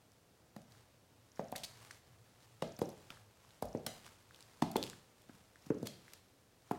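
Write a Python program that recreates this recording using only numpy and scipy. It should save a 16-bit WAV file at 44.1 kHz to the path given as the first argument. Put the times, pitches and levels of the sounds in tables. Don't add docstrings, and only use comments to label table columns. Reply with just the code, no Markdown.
import sys
import numpy as np
from scipy import signal
from scipy.fft import rfft, irfft, next_fast_len
from scipy.io import wavfile
from scipy.ndimage import uniform_filter1d

SR = 44100
rng = np.random.default_rng(int(sys.argv[2]) if len(sys.argv) > 2 else 0)


def wav_out(sig):
    wavfile.write(sys.argv[1], SR, np.round(np.clip(np.atleast_2d(sig).T, -1, 1) * 32767).astype(np.int16))


N = 298998

# frequency_hz, level_db
AIR_SPECTRUM = [(15, -47), (25, -18.5), (102, -3.5), (134, -8.5), (416, -14), (489, -11), (531, -13.5),
                (818, -17.5), (962, -20), (2050, -25), (2480, -26), (2990, -26), (5000, -27), (8590, -30),
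                (16000, -35)]
# time_s, level_db
RUMBLE_LEVELS = [(0, -74), (3.3, -71.5), (4.2, -78.5), (6.78, -84)]
# frequency_hz, t60_s
ROOM_T60 = [(100, 0.74), (250, 0.35), (700, 0.44), (1500, 0.59), (4000, 0.44), (8000, 0.4), (15000, 0.42)]
# frequency_hz, gain_db
ROOM_SPECTRUM = [(60, 8.5), (155, -1.5), (230, -5.5), (310, -2), (450, -4.5), (680, 6), (900, -10),
                 (1400, -4), (3500, -1.5), (8000, -3.5), (15000, -8)]
# peak_s, level_db, build_up_s
RUBS = [(.73, -68, 0.064), (1.4, -68.5, 0.1), (1.88, -62, 0.27), (2.43, -69.5, 0.2), (3.148, -64.5, 0.66),
        (3.5, -68.5, 0.15), (4.07, -61, 0.24), (4.41, -67, 0.14), (4.9, -62.5, 0.45), (5.32, -70, 0.19),
        (5.66, -77, 0.26), (6.13, -66, 0.74), (6.77, -65, 0.11)]
# frequency_hz, level_db
CLOTH_SPECTRUM = [(300, -2), (900, 1.5), (2000, -2.5), (4500, -5), (8000, -8), (15000, -17)]
# start_s, level_db, tick_count, gap_s
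TICK_RUNS = [(1.3174, -58.5, 5, .0416), (2.6756, -53.5, 6, 0.045), (3.685, -56.5, 3, .0435),
             (5.622, -59.5, 5, .0405)]
# start_s, level_db, pitch_hz
SNAPS = [(0.119, -54.5, 5470), (.618, -52.5, 6000), (.722, -49, 4200), (.750, -55, 1520),
         (1.374, -50, 1600), (1.5542, -36.5, 1800), (1.909, -36, 1750), (1.9115, -37.5, 5500),
         (2.432, -54, 4040), (3.1041, -34.5, 2720), (3.123, -46, 1930), (3.172, -48.5, 1480),
         (3.448, -52.5, 1100), (3.507, -48.5, 3730), (4.0465, -46, 2650), (4.077, -46.5, 1620),
         (4.309, -46, 1580), (4.346, -42.5, 3420), (4.361, -47.5, 4350), (4.407, -43.5, 4300),
         (4.426, -44, 4650), (4.8989, -34, 6800), (4.932, -40.5, 1600), (5.219, -47.5, 4800),
         (5.558, -45.5, 1700), (6.0808, -45, 1850), (6.1363, -51, 1680)]
# start_s, level_db, pitch_hz, slip_count, gap_s
CREAKS = [(1.6352, -28, 4400, 6, 0.0031), (4.8280, -23, 3900, 2, .0101), (4.866, -36, 3200, 2, .01)]
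# frequency_hz, level_db
CRACK_SPECTRUM = [(500, -5.5), (1500, -7.5), (4500, 3.5), (9000, -1), (16000, -12.5)]
# start_s, level_db, pitch_hz
SQUEAKS = [(4.766, -36.5, 3440), (5.8690, -46, 3250), (5.8700, -41, 4400)]
# start_s, level_db, length_s, tilt_db_per_octave
SLIDES = [(1.518, -48, 0.0035, 7.5), (1.558, -40, 0.0076, 1), (1.58, -39.5, 0.0018, 4),
          (2.8204, -54, 0.006, 4), (2.889, -53, 0.0042, 3), (3.652, -55.5, 0.0049, 7),
          (3.8636, -31.5, 0.0036, 2), (4.7136, -46.5, 0.0044, 7), (4.7632, -36.3, 0.0051, 3.2),
          (5.854, -55, 0.016, 0), (5.869, -39, 0.0048, 0.5), (6.134, -42.5, 0.0026, 1.5),
          (6.716, -46, 0.0024, 8)]
# frequency_hz, level_db
GRIT_SPECTRUM = [(500, -2), (1200, -1.5), (2500, 0.5), (4000, 3), (6500, -1), (9000, -3.5), (12000, -6),
                 (16000, -12.5)]
# frequency_hz, level_db
EDGE_SPECTRUM = [(300, -7), (900, 2.5), (1250, 4), (1700, -3), (2200, -6), (3000, -16), (4500, -30),
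                 (8000, -31)]
# start_s, thump_db, knock_db, clack_db, edge_db, grit_db, tilt_db_per_octave
LANDINGS = [(0.5640, -40.5, -46, -55, -50.5, -57, 1.5), (1.3940, -36, -30, -42.5, -42.5, -54, -5.5),
            (1.5247, -37.5, -38.5, -34, -45, -56.5, -1), (2.6233, -33.5, -30, -34, -38, -39.5, -3.5),
            (2.791, -38.5, -44, -50, -42.5, -50, 4.5), (2.8166, -31, -26, -29.5, -46, -49, -0.5),
            (3.1040, -51.5, -48, -60, -45, -53, -5), (3.6244, -35.5, -32.5, -31.5, -38, -45.5, 4),
            (3.7489, -32, -31, -39.5, -47, -65, 5), (3.8670, -40, -38, -53, -36, -39, 0),
            (4.6225, -23.5, -28.5, -21, -36, -36.5, -2.5), (4.7580, -29.5, -25, -25, -35.5, -36.5, -6),
            (5.2945, -45, -59, -55, -52, -62, -12), (5.6660, -45, -54, -73, -74, -62, 6),
            (5.7033, -28, -24.5, -38.5, -39, -60, -7), (5.8290, -31.5, -37, -52, -55, -55, 3.5),
            (6.7116, -28.5, -34, -25, -34.5, -53, 4)]

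RUB_RELEASE_S, RUB_REST_DB = 0.11, -82.5
CREAK_FADE_DB_PER_S = 304
SQUEAK_WAVER = 0.044
GRIT_LEAD_S, GRIT_CRUSH_S = 0.0024, 0.0054
CRUSH_SEND_DB, SLIDE_SEND_DB = -3.5, -1.5
SEND_LOSS_PER_TILT = 1.1
KNOCK_HZ, USUAL_THUMP_DB, SAG_OCTAVES_PER_DB = 470, -32.5, 0.07
FLOOR_HZ, FLOOR_T60_S, FLOOR_DB = 170.5, 0.26, -21
TOP_HZ = 16000


def amp(db):
    return 10 ** (np.asarray(db) / 20)


def unit_rms(x):
    return x / np.sqrt(np.mean(x ** 2) + 1e-20)


def log_interp(points, hz):
    frequencies, values = np.transpose(points)
    return np.interp(np.log(hz + 1), np.log(frequencies + 1), values)


def clock(size):
    return np.arange(size) / SR


def add(track, start_s, sound):
    part = track[max(round(start_s * SR), 0):][:len(sound)]
    part += sound[:len(part)]


def filtered(x, response):
    size = next_fast_len(len(x) + min(len(x), 8192), True)
    return irfft(rfft(x, size) * response(np.fft.rfftfreq(size, 1 / SR)), size)[:len(x)]


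def coloured(x, spectrum):
    return filtered(x, lambda hz: amp(log_interp(spectrum, hz)))


def wobble(rate_hz):
    knots = rng.standard_normal(int(N * rate_hz / SR) + 4)
    return uniform_filter1d(knots[(clock(N) * rate_hz).astype(int)], max(int(SR / rate_hz), 1))


def damped_mode(t, hz, cycles):
    rise = t * hz / cycles
    return (rise * np.exp(1 - rise)) ** 3 * np.sin(2 * np.pi * hz * t)


def diffuse_pulse(sound, spectrum):
    pulse = coloured(signal.unit_impulse(len(sound), 32), spectrum)
    return pulse * np.linalg.norm(sound) / np.linalg.norm(pulse)


def building_air():
    hiss = unit_rms(coloured(rng.standard_normal(N), AIR_SPECTRUM))
    rumble = unit_rms(filtered(rng.standard_normal(N), lambda hz: 1 / (1 + ((hz - 113) / 16) ** 2)))
    rumble_db = np.interp(clock(N), *np.transpose(RUMBLE_LEVELS)) + 5.7 * wobble(12)
    return amp(-68.5) * hiss + amp(rumble_db) * rumble


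def wall_reverberation(sent, early_db, early_t60_s, onset_s):
    size, hop = 32768, 11025
    hz, t, _ = signal.stft(np.zeros(size), SR, nperseg=256)
    t60 = log_interp(ROOM_T60, hz)[:, None]
    late_power = amp(-120 * t / t60) / t60
    early_power = amp(2 * early_db - 120 * t / early_t60_s) / early_t60_s
    decay = np.sqrt((late_power + early_power) * np.log(10 ** 6) / SR)
    gain = amp(log_interp(ROOM_SPECTRUM, hz))[:, None] * decay
    starts = range(0, N, hop)
    echoes = signal.stft(rng.standard_normal((len(starts), size)), SR, nperseg=256)[2]
    onset = np.clip(clock(size) / onset_s, 0, 1) ** 2
    tails = signal.istft(echoes * gain, SR, nperseg=256)[1] * onset
    out = np.zeros(N)
    for start, tail in zip(starts, tails):
        add(out, start / SR, signal.fftconvolve(sent[start:start + hop], tail))
    return out


def deep_bump():
    out, t = np.zeros(N), clock(16384)
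    add(out, 3.615, amp(-52.5) * (damped_mode(t, hz=52, cycles=2.5) + damped_mode(t, hz=92, cycles=3.1)))
    return out


def clothes_rustle():
    t = clock(N)
    rustle = rng.standard_normal(N) * amp(2.9 * wobble(700))
    crinkles = unit_rms(rng.standard_normal(N) * (rng.random(N) < 90 / SR))
    moves = [amp(db) * np.exp(np.minimum((t - peak_s) / build_up_s, (peak_s - t) / RUB_RELEASE_S))
             for peak_s, db, build_up_s in RUBS]
    motion = np.hypot(amp(RUB_REST_DB), np.linalg.norm(moves, axis=0))
    cloth = unit_rms(coloured(rustle + amp(-8) * crinkles, CLOTH_SPECTRUM))
    return motion * amp(1.46 * wobble(22)) * cloth


def faint_ticks():
    out, t = np.zeros(N), clock(512)
    envelope = t / 0.00081 * np.exp(1 - t / 0.0011)
    band = lambda hz: 1 / (1 + ((hz - 5900) / 950) ** 4)
    for start_s, db, count, gap_s in TICK_RUNS:
        for delay_s in np.arange(count) * gap_s:
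            ring = unit_rms(filtered(rng.standard_normal(len(t)), band))
            add(out, start_s + delay_s, amp(db - 5) * envelope * ring)
    return out


def leather_snaps():
    direct, sent, t = np.zeros(N), np.zeros(N), clock(512)
    slips = [(start_s + delay_s, db - CREAK_FADE_DB_PER_S * delay_s, hz)
             for start_s, db, hz, count, gap_s in CREAKS for delay_s in np.arange(count) * gap_s]
    for start_s, db, hz in SNAPS + slips:
        crack = amp(-60 * t / 0.0076) * unit_rms(coloured(rng.standard_normal(len(t)), CRACK_SPECTRUM))
        ring = damped_mode(t, hz, cycles=1.18)
        snap = amp(db) * (0.78 * ring + 0.34 * hz / 4000 * crack)
        add(direct, start_s, snap)
        add(sent, start_s, amp(-10) * snap + amp(-7.5) * diffuse_pulse(snap, CRACK_SPECTRUM))
    return np.array([direct, sent])


def sole_squeaks():
    chirps, t = np.zeros(N), clock(1024)
    for start_s, db, hz in SQUEAKS:
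        waver = SQUEAK_WAVER * unit_rms(uniform_filter1d(rng.standard_normal(len(t)), size=24))
        add(chirps, start_s, amp(db) * damped_mode(t + np.cumsum(waver) / SR, hz, cycles=5.3))
    direct, sent = amp(1) * chirps, amp(-1) * chirps
    return np.array([direct, sent])


def grit_scrapes():
    direct, sent, t = np.zeros(N), np.zeros(N), clock(1024)
    crushes = [(start_s - GRIT_LEAD_S, db, GRIT_CRUSH_S, tilt, CRUSH_SEND_DB)
               for start_s, *_, db, tilt in LANDINGS]
    slides = [(start_s, db, length_s, tilt, SLIDE_SEND_DB - SEND_LOSS_PER_TILT * tilt)
              for start_s, db, length_s, tilt in SLIDES]
    for start_s, db, length_s, tilt, send_db in crushes + slides:
        spectrum = [(hz, level + tilt * np.log2(hz / 4000)) for hz, level in GRIT_SPECTRUM]
        bounce_s = rng.uniform(0.00044, 0.001076)
        comb = lambda hz: 1 + 0.47 * np.exp(-2j * np.pi * hz * bounce_s)
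        grains = rng.standard_normal(len(t)) * amp(2.2 * rng.standard_normal(len(t)))
        envelope = (1 - np.exp(-t / 0.0012)) / (1 + (t / length_s) ** 6)
        burst = amp(db + 0.5) * envelope * unit_rms(filtered(coloured(grains, spectrum), comb))
        add(direct, start_s, burst)
        add(sent, start_s, amp(send_db) * diffuse_pulse(burst, spectrum))
    return np.array([direct, sent])


def boot_landings():
    direct, sent, t = np.zeros(N), np.zeros(N), clock(8192)
    radiation = lambda hz: -hz ** 2 / (95 ** 2 - hz ** 2 + 115j * hz)
    for start_s, thump_db, knock_db, clack_db, edge_db, *_ in LANDINGS:
        knock_hz = KNOCK_HZ * 2 ** (SAG_OCTAVES_PER_DB * (USUAL_THUMP_DB - thump_db))
        thump = amp(thump_db) * damped_mode(t, hz=210, cycles=0.62)
        knock = amp(knock_db + 3) * damped_mode(t, knock_hz, cycles=0.86)
        clack = amp(clack_db) * damped_mode(t, hz=839, cycles=1.31)
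        body = filtered(thump - knock + clack, radiation)
        edge_envelope = amp(edge_db + 2 - 60 * t / 0.017) * (1 - np.exp(-t / 0.00069))
        edge = edge_envelope * unit_rms(coloured(rng.standard_normal(len(t)), EDGE_SPECTRUM))
        boom_envelope = amp(thump_db + FLOOR_DB - 60 * t / FLOOR_T60_S) * (1 - np.exp(-t / 0.0015))
        boom = boom_envelope * np.sin(2 * np.pi * FLOOR_HZ * t)
        add(direct, start_s, body + edge + boom)
        add(sent, start_s, amp(-3.5) * body + amp(-0.5) * diffuse_pulse(edge, EDGE_SPECTRUM))
    return np.array([direct, sent])


def scene():
    direct, sent = boot_landings() + grit_scrapes() + sole_squeaks() + leather_snaps()
    walls = wall_reverberation(sent, early_db=-6, early_t60_s=0.29, onset_s=0.0033)
    return (direct + walls + faint_ticks() + clothes_rustle() + deep_bump() + building_air())[None]


def record(dry):
    response = lambda hz: (1j * hz / (22 + 1j * hz)) ** 2 * (hz < TOP_HZ)
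    return np.array([filtered(channel, response) for channel in dry])


dry = scene()
out = record(dry)
wav_out(out)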